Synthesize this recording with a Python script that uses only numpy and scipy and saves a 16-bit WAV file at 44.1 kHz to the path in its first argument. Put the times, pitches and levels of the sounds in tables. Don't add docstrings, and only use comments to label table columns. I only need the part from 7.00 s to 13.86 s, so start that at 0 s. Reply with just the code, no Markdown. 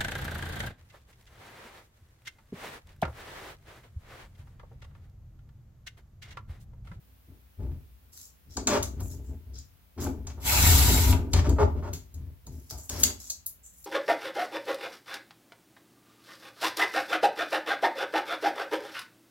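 import sys
import numpy as np
from scipy import signal
from scipy.fft import rfft, irfft, next_fast_len
from scipy.io import wavfile
from scipy.ndimage import uniform_filter1d, map_coordinates

SR = 44100
rng = np.random.default_rng(int(sys.argv[2]) if len(sys.argv) > 2 else 0)


def unload_wav(signal):
    wavfile.write(
        sys.argv[1],
        SR,
        np.round(np.clip(np.atleast_2d(signal).T, -1, 1) * 32767).astype(np.int16),
    )


N = 302526

# pitch_hz, width_hz, gain_db
BED_MODES = [(212, 16, -7), (268.7, 14.5, 4.5), (357.7, 25.3, 0.5), (415.6, 34.5, -1), (498, 33, -5),
             (589, 35, -2), (646, 22, -0.5), (671, 13, -2), (733, 36, -4.5), (855.3, 26, -1),
             (960, 37, -4.5), (1193, 64, -10), (1528, 120, -14), (1795, 39, -23), (2270, 61, -19.5)]
# frequency_hz, gain_db
BRIGHT_COLOUR = [(6000, -42), (9000, -15.5), (11000, -3), (13000, -5.5), (16000, -8.5)]


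def amp(db):
    return 10 ** (np.asarray(db) / 20)


def unit(x):
    return x / np.sqrt(np.mean(x ** 2) + 1e-20)


def along(points, hz):
    frequencies, values = np.transpose(points)
    return np.interp(np.log(hz + 1), np.log(frequencies + 1), values)


def filtered(x, response):
    n = x.shape[-1]
    padded = next_fast_len(n + SR // 4)
    return irfft(rfft(x, padded) * response(np.fft.rfftfreq(padded, 1 / SR)), padded)[..., :n]


def coloured(x, points):
    return filtered(x, lambda hz: amp(along(points, hz)))


def ringing(x, modes):
    return filtered(x, lambda f: sum(
        (-1) ** k * amp(db) * 1j * f * width / (pitch ** 2 - f ** 2 + 1j * f * width)
        for k, (pitch, width, db) in enumerate(modes)))


def wobble(rate):
    return map_coordinates(rng.standard_normal(int(N * rate / SR) + 4), [np.arange(N) * rate / SR])


def steady(x, seconds):
    size = max(int(seconds * SR), 2)
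    power = uniform_filter1d(uniform_filter1d(x * x, size), size)
    return x / np.sqrt(np.abs(power) + 1e-12)


def friction(rate, spread_db):
    catches = (rng.random(N) < rate / SR) * rng.standard_normal(N)
    return unit(catches * amp(spread_db * rng.standard_normal(N)))


def patchy(x, depth_db):
    bands = signal.stft(x, nperseg=512)[2]
    swell = uniform_filter1d(rng.standard_normal(bands.shape), size=5, axis=0)
    swell = uniform_filter1d(swell, size=7, axis=1)
    return signal.istft(bands * amp(depth_db * unit(swell)), nperseg=512)[1][:N]


def add(track, start_s, sound):
    start = max(round(start_s * SR), 0)
    track[start:start + len(sound)] += sound[:N - start]


def stroke(peak_s, hold_s, attack_s, sag_db_per_s, release_db_per_s):
    t = np.arange(N) / SR - peak_s
    swell = np.sin(np.pi / 2 * np.clip(1 + t / attack_s, 0, 1)) ** 2
    return swell * amp(-sag_db_per_s * np.maximum(t, 0) - release_db_per_s * np.maximum(t - hold_s, 0))


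def gestures(rows, **envelope):
    rows = np.array(rows)
    shapes = np.array([stroke(peak_s, hold_s, **envelope) for peak_s, hold_s in rows[:, :2]])
    return np.sqrt(amp(rows[:, 2:]).T ** 2 @ shapes ** 2)


def room_tone():
    # frequency_hz, gain_db
    air_colour = [(15, -60), (25, -39), (42, -10.5), (64, -7.5), (141, -24.5), (180, -16.5), (344, -39.5),
                  (463, -29.5), (754, -31.5), (2760, -34.5), (8360, -42.5), (13600, -33), (16000, -32.5)]
    mid, side = coloured(rng.standard_normal((2, N)), air_colour)
    side = coloured(side, [(60, -5.5), (300, 3.5), (1500, 0)])
    hum = amp(-65) * unit(np.sin(2 * np.pi * 60 * np.arange(N) / SR))
    return amp(-64.5) * np.array([mid + side, mid - side]) / np.std(mid) + hum


def handling():
    # peak_s, hold_s, rumble_db, creak_db
    presses = [(0.305, 0.014, -49.5, -55.5), (0.612, 0.097, -32.5, -45), (1.49, 0.038, -49, -63.5),
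               (1.59, 0.012, -37, -35), (1.69, 0.057, -43, -29), (1.805, 0.016, -33, -55),
               (1.89, 0.34, -38, -47.5), (2.01, 0.025, -32.5, -46.5), (2.305, 0.026, -35, -46),
               (2.49, 0.094, -41.5, -58), (3.0, 0.091, -35.5, -35.5), (3.08, 0.027, -34, -31),
               (3.19, 0.21, -38, -51), (3.46, .06, -33, -45.5), (3.915, .025, -34, -27.5),
               (4.085, 0.056, -18, -28.5), (4.2, 0.11, -36, -36.5), (4.352, 0.042, -18.5, -34.5),
               (4.495, 0.027, -19, -26), (4.625, 0.042, -20, -33.5), (4.765, 0.029, -30.5, -38),
               (4.87, 0.08, -36.5, -45.5), (5.165, 0.12, -38, -54.5), (5.49, 0.098, -41.5, -50),
               (5.745, 0.016, -40, -51.5), (5.925, 0.11, -38, -43.5), (6.03, 0.039, -38.5, -39)]
    # pitch_hz, width_hz, gain_db
    table_modes = [(47.7, 5.5, -29), (65.84, 11.6, 3.5), (92, 11.16, 0), (123.5, 12.5, -10),
                   (156.3, 59.6, -18)]
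    rumble, creak = gestures(presses, attack_s=0.043, sag_db_per_s=7, release_db_per_s=171)
    lean = stroke(peak_s=3.752, hold_s=0.33, attack_s=0.33, sag_db_per_s=19.5, release_db_per_s=171)
    resting_hands = amp(3 * wobble(8))
    rumble = np.hypot(rumble, amp(-18.5) * lean + amp(-64.5) * resting_hands)
    creak = np.hypot(creak, amp(-32) * lean + amp(-75.5) * resting_hands)
    table = steady(ringing(friction(rate=400, spread_db=1.5), table_modes), seconds=0.028)
    contacts = coloured(friction(rate=600, spread_db=0), [
        (120, 8), (280, 0), (420, -6), (600, -17), (1200, -23), (3000, -20.5), (8000, -42.5)])
    bed = steady(ringing(contacts, BED_MODES), seconds=0.033)
    return rumble * table + amp(-1.5) * creak * bed


def judders(slowing=0.1, puff_decay_s=0.0077):
    # start_s, length_s, level_db, slips_per_s, scatter (0-1), edge_hz, grit_db
    runs = [(0.603, 0.069, -58, 168, 0.45, 695, -17), (1.567, 0.041, -48, 336, 0.22, 930, -5),
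            (1.672, 0.066, -33, 310, .4, 1100, 0.5), (1.722, 0.055, -27, 410, 0.18, 1070, -7.5),
            (1.992, 0.03, -53, 210, 0.72, 900, -4), (2.977, 0.1, -44, 256, 0.5, 800, -5.5),
            (3.263, 0.054, -55.5, 190, 0.63, 1200, 1), (3.374, 0.05, -52.5, 220, 0.53, 890, -17),
            (4.337, 0.058, -36.5, 290, 0.78, 1000, 0.5), (4.443, .03, -35.5, 290, .3, 1350, -9),
            (4.565, 0.03, -36.5, 660, 0, 650, -35.5), (4.585, 0.048, -22, 440, 0.15, 934, -22.5),
            (4.761, 0.035, -49, 290, 0.57, 910, -15), (4.826, 0.065, -41.5, 325, 0.21, 1100, -15),
            (5.9, 0.21, -48, 218, 0.36, 834, 0)]
    out, t = np.zeros(N), np.arange(SR // 2) / SR
    for start_s, length_s, level_db, slips_per_s, scatter, edge_hz, grit_db in runs:
        rate = np.interp(t, [0, length_s], [slips_per_s, slips_per_s * (1 - slowing)])
        slips = t[np.diff(np.floor(np.cumsum(rate) / SR), prepend=-1) > 0]
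        slips = np.abs(slips + scatter * rng.standard_normal(len(slips)) / slips_per_s)
        slips = slips[slips < length_s]
        strengths = amp(scatter * rng.standard_normal(len(slips)))
        blows = np.bincount((slips * SR).astype(int), strengths, len(t))
        body = ringing(blows, BED_MODES + [(660, 830, -7.5)])
        body = filtered(
            body, lambda f: 1j * f / (300 + 1j * f) / (1 + 1j * f / edge_hz - (f / edge_hz) ** 2))
        puffs = signal.lfilter([1], [1, -np.exp(-1 / (puff_decay_s * SR))], blows)
        grit = coloured(puffs * rng.standard_normal(len(t)), [
            (300, 1), (1200, 0.5), (2500, -2.5), (4500, -4.5), (7000, -4.5), (9500, -19.5), (16000, -22)])
        gain = amp(level_db) * np.sqrt(length_s / t[-1])
        add(out, start_s, gain * (unit(body) + amp(grit_db) * unit(grit)))
    return out


def card_slides():
    # peak_s, hold_s, scrape_db, rub_db, hiss_db
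    slides = [(1.138, 0.12, -59, -58.5, -53), (1.51, .06, -59.5, -68.5, -64),
              (2.03, 0.054, -75, -56, -54.5), (2.112, .012, -58, -56, -51), (2.25, 0.055, -76, -68.5, -75),
              (2.55, .05, -55, -75, -71), (3.015, 0.027, -47, -47, -44), (4.322, .01, -63, -66, -60),
              (5.53, .16, -71, -73, -62), (5.708, 0.0067, -48, -57, -51), (5.785, 0.015, -59, -49.5, -53),
              (5.845, .015, -69, -54, -51), (5.905, 0.063, -43.5, -58, -48.5),
              (5.998, 0.028, -48, -46, -37.5), (6.205, 0.076, -54, -51.5, -53),
              (6.645, 0.053, -82, -55, -61), (6.74, .04, -80, -68, -61.5), (6.78, .08, -80, -64, -55.5)]
    # frequency_hz, gain_db
    scrape_colour = [(800, -10.5), (2500, -16.5), (3500, -8.5), (4600, 0), (5600, 4), (7000, -4),
                     (12000, -54)]
    # frequency_hz, gain_db
    rub_colour = [(3000, -30.5), (5200, -29), (6200, 2.5), (7300, 9.5), (8200, -2), (9200, -11),
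                  (16000, -58)]
    scrape, rub, hiss = gestures(slides, attack_s=0.022, sag_db_per_s=10.5, release_db_per_s=276)
    grains = patchy(friction(rate=6000, spread_db=7.5) * amp(0.63 * wobble(60)), depth_db=3)
    edge = scrape * unit(coloured(grains, scrape_colour))
    face = rub * unit(coloured(grains, rub_colour))
    tooth = hiss * unit(coloured(grains, BRIGHT_COLOUR))
    return amp(-2.5) * (edge + face + tooth)


def clicks(rise_s=0.0016, rebound_s=0.0045, rebound_gain=0.77):
    # start_s, crack_db, knock_db, clack_db, tick_db, chatter_t60_s
    contacts = [(1.5684, -31, -31, -53, -64, 0.024), (1.6712, -21.5, -29.5, -32, -67, 0.058),
                (1.826, -30, -41, -43, -33.5, 0.1), (2.0024, -49.5, -44, -78, -44.5, 0.087),
                (2.583, -45, -88, -72, -62, 0.075), (3.062, -70, -31, -61, -75, 0.08),
                (3.269, -41, -47, -54, -71, .072), (4.1245, -39, -27.5, -31.5, -49, 0.069),
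                (4.333, -27, -28.5, -30.5, -42, 0.024), (4.4916, -38.5, -35, -49.5, -46, 0.068),
                (4.9311, -37.5, -48, -45.5, -39, 0.19), (5.1405, -53.5, -69, -87, -52, 0.099),
                (5.4649, -49, -50, -77, -52, 0.097), (5.7036, -50.5, -39.5, -57, -45.5, 0.44),
                (5.8931, -32.5, -41.5, -46, -38, 0.035), (6.0329, -14, -48, -25.5, -17, 0.039),
                (6.299, -28, -55.5, -57, -35.5, 0.11), (6.4613, -41, -70, -87, -25.5, 0.11),
                (6.8422, -47, -71, -69, -45, .06)]
    # frequency_hz, gain_db
    crack_colour = [(1500, -44), (3000, -25.5), (3900, 3), (4600, 6), (5400, 4), (7300, 11.5), (8500, -2.5),
                    (10000, -15.5), (16000, -30.5)]
    # frequency_hz, gain_db
    clack_colour = [(700, -28.5), (1500, -2.5), (2600, 1), (3300, 4), (4500, -7.5), (9000, -24.5)]
    out, t = np.zeros(N), np.arange(SR // 4) / SR
    rise = 1 - np.exp(-t / rise_s)
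    strike = amp(-60 * t / 0.0067)
    rebound = rebound_gain * (t > rebound_s) * amp(-60 * np.abs(t - rebound_s) / 0.0055)
    for start_s, crack_db, knock_db, clack_db, tick_db, chatter_t60_s in contacts:
        chatter = 0.34 * amp(-60 * t / chatter_t60_s)
        burst = rise * (strike + rebound + chatter) * rng.standard_normal(len(t))
        shell = ringing(burst, [(4700, 400, -12.5), (6050, 400, -13), (6650, 1200, 34), (7230, 240, 1)])
        crack = amp(crack_db - 18) * (unit(coloured(burst, crack_colour)) + amp(-6.5) * unit(shell))
        blow = coloured(burst, [(200, -22.5), (800, -8), (2500, -11), (6000, -13)])
        knock = amp(knock_db - 19.5) * unit(ringing(blow, BED_MODES))
        clack = amp(clack_db - 18.5) * unit(coloured(burst, clack_colour))
        tick = amp(tick_db - 18) * unit(coloured(burst, BRIGHT_COLOUR))
        add(out, start_s, knock + clack + crack + tick)
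    return out


def blade_cut(bite_peak_s=3.9, turn_s=0.081, swing_db=10):
    # time_s, level_db
    shear_curve = [(3.4, -62.5), (3.468, -30.5), (3.55, -27), (3.68, -24.5), (3.78, -25.3), (3.99, -31.3),
                   (4.114, -33.5), (4.15, -57), (4.22, -74.5)]
    # frequency_hz, gain_db
    shear_colour = [(900, -8), (1700, -4), (2200, -1), (3000, -4), (3800, 2.5), (5800, 0.5), (7300, 5.5),
                    (8200, -2.5), (8900, -3), (10000, -0.5), (12000, 2), (15500, 1), (16500, -45.5)]
    t = np.arange(N) / SR
    shear = amp(np.interp(t, *np.transpose(shear_curve), left=-140, right=-140))
    carriage = dict(peak_s=3.54, hold_s=0.61, attack_s=0.13, release_db_per_s=218.5)
    roll = amp(-33) * stroke(sag_db_per_s=11.5, **carriage)
    bite = amp(-28.5) * stroke(sag_db_per_s=29, **carriage)
    turn = np.sin(np.pi * (t - bite_peak_s) / turn_s) ** 2
    bite *= amp(-swing_db * turn + 2.5 * wobble(35))
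    fibres = friction(rate=20000, spread_db=0) * amp(1.3 * wobble(91))
    snaps = coloured(friction(rate=150, spread_db=6), [(1000, -7.5), (5000, -10.5), (12000, -9.5)])
    fibres = patchy(fibres + amp(-3.5) * snaps, depth_db=2)
    rail = ringing(fibres, [(899, 54, 13), (1470, 400, -10.5), (2173, 180, 6),
                            (2560, 110, 15), (2930, 470, 0.5), (3740, 340, -8.5)])
    wheel = coloured(friction(rate=1500, spread_db=4),
                     [(300, -25.5), (600, -9), (900, 0), (1500, -1), (4000, -11)])
    bed = steady(ringing(wheel, BED_MODES), seconds=0.06)
    return shear * unit(coloured(fibres, shear_colour)) + bite * steady(rail, seconds=0.054) + roll * bed


def wide(source, width):
    mid = source()
    side = width * coloured(source(), [(200, -19.5), (600, -11.5), (1200, 2)])
    return np.array([mid + side, mid - side])


def room(x, tail_db, near_db, left_lag_s=7e-5):
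    # frequency_hz, t60_s
    decay_times = [(100, 0.88), (300, 0.21), (1000, 0.33), (5000, 0.26), (14000, 0.23)]
    hz, t, bands = signal.stft(rng.standard_normal((2, SR // 2)), SR, nperseg=256)
    tail = signal.istft(bands * amp(-60 * t / along(decay_times, hz)[:, None]), SR, nperseg=256)[1]
    t = np.arange(tail.shape[1]) / SR
    tail *= 1 - np.exp(-t / 0.0034)
    near = rng.standard_normal(tail.shape) * amp(-60 * t / 0.05)
    left, right = (amp(tail_db) * tail / np.linalg.norm(tail[0])
                   + amp(near_db) * near / np.linalg.norm(near[0]))
    mid = (left + right) / 2
    side = coloured((left - right) / 2, [(60, -8.5), (250, -2), (600, 2), (1200, 1)])
    echo = signal.fftconvolve(np.atleast_2d(x), np.array([mid + side, mid - side]), axes=1)[:, :N]
    direct = filtered(x, lambda f: np.exp(np.outer([-1, 1], 1j * np.pi * f * left_lag_s)))
    return (direct + echo) * amp([[0.85], [-0.85]])


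def scene():
    sheet = wide(blade_cut, width=0.65) + wide(card_slides, width=0.66)
    card = amp(-1) * room(sheet, tail_db=-5.5, near_db=-3)
    snaps = room(clicks(), tail_db=-5.5, near_db=-8)
    squeaks = room(judders(), tail_db=-5.5, near_db=-9)
    rumble = room(handling(), tail_db=-13, near_db=-19)
    return card + snaps + squeaks + rumble + room_tone()


def record(dry, ceiling=0.88, top_hz=16200):
    rounded = dry / (1 + (dry / ceiling) ** 4) ** (1 / 4)
    return filtered(rounded, lambda hz: 1 / (1 + (hz / top_hz) ** 160))


dry = scene()
out = record(dry)
unload_wav(out)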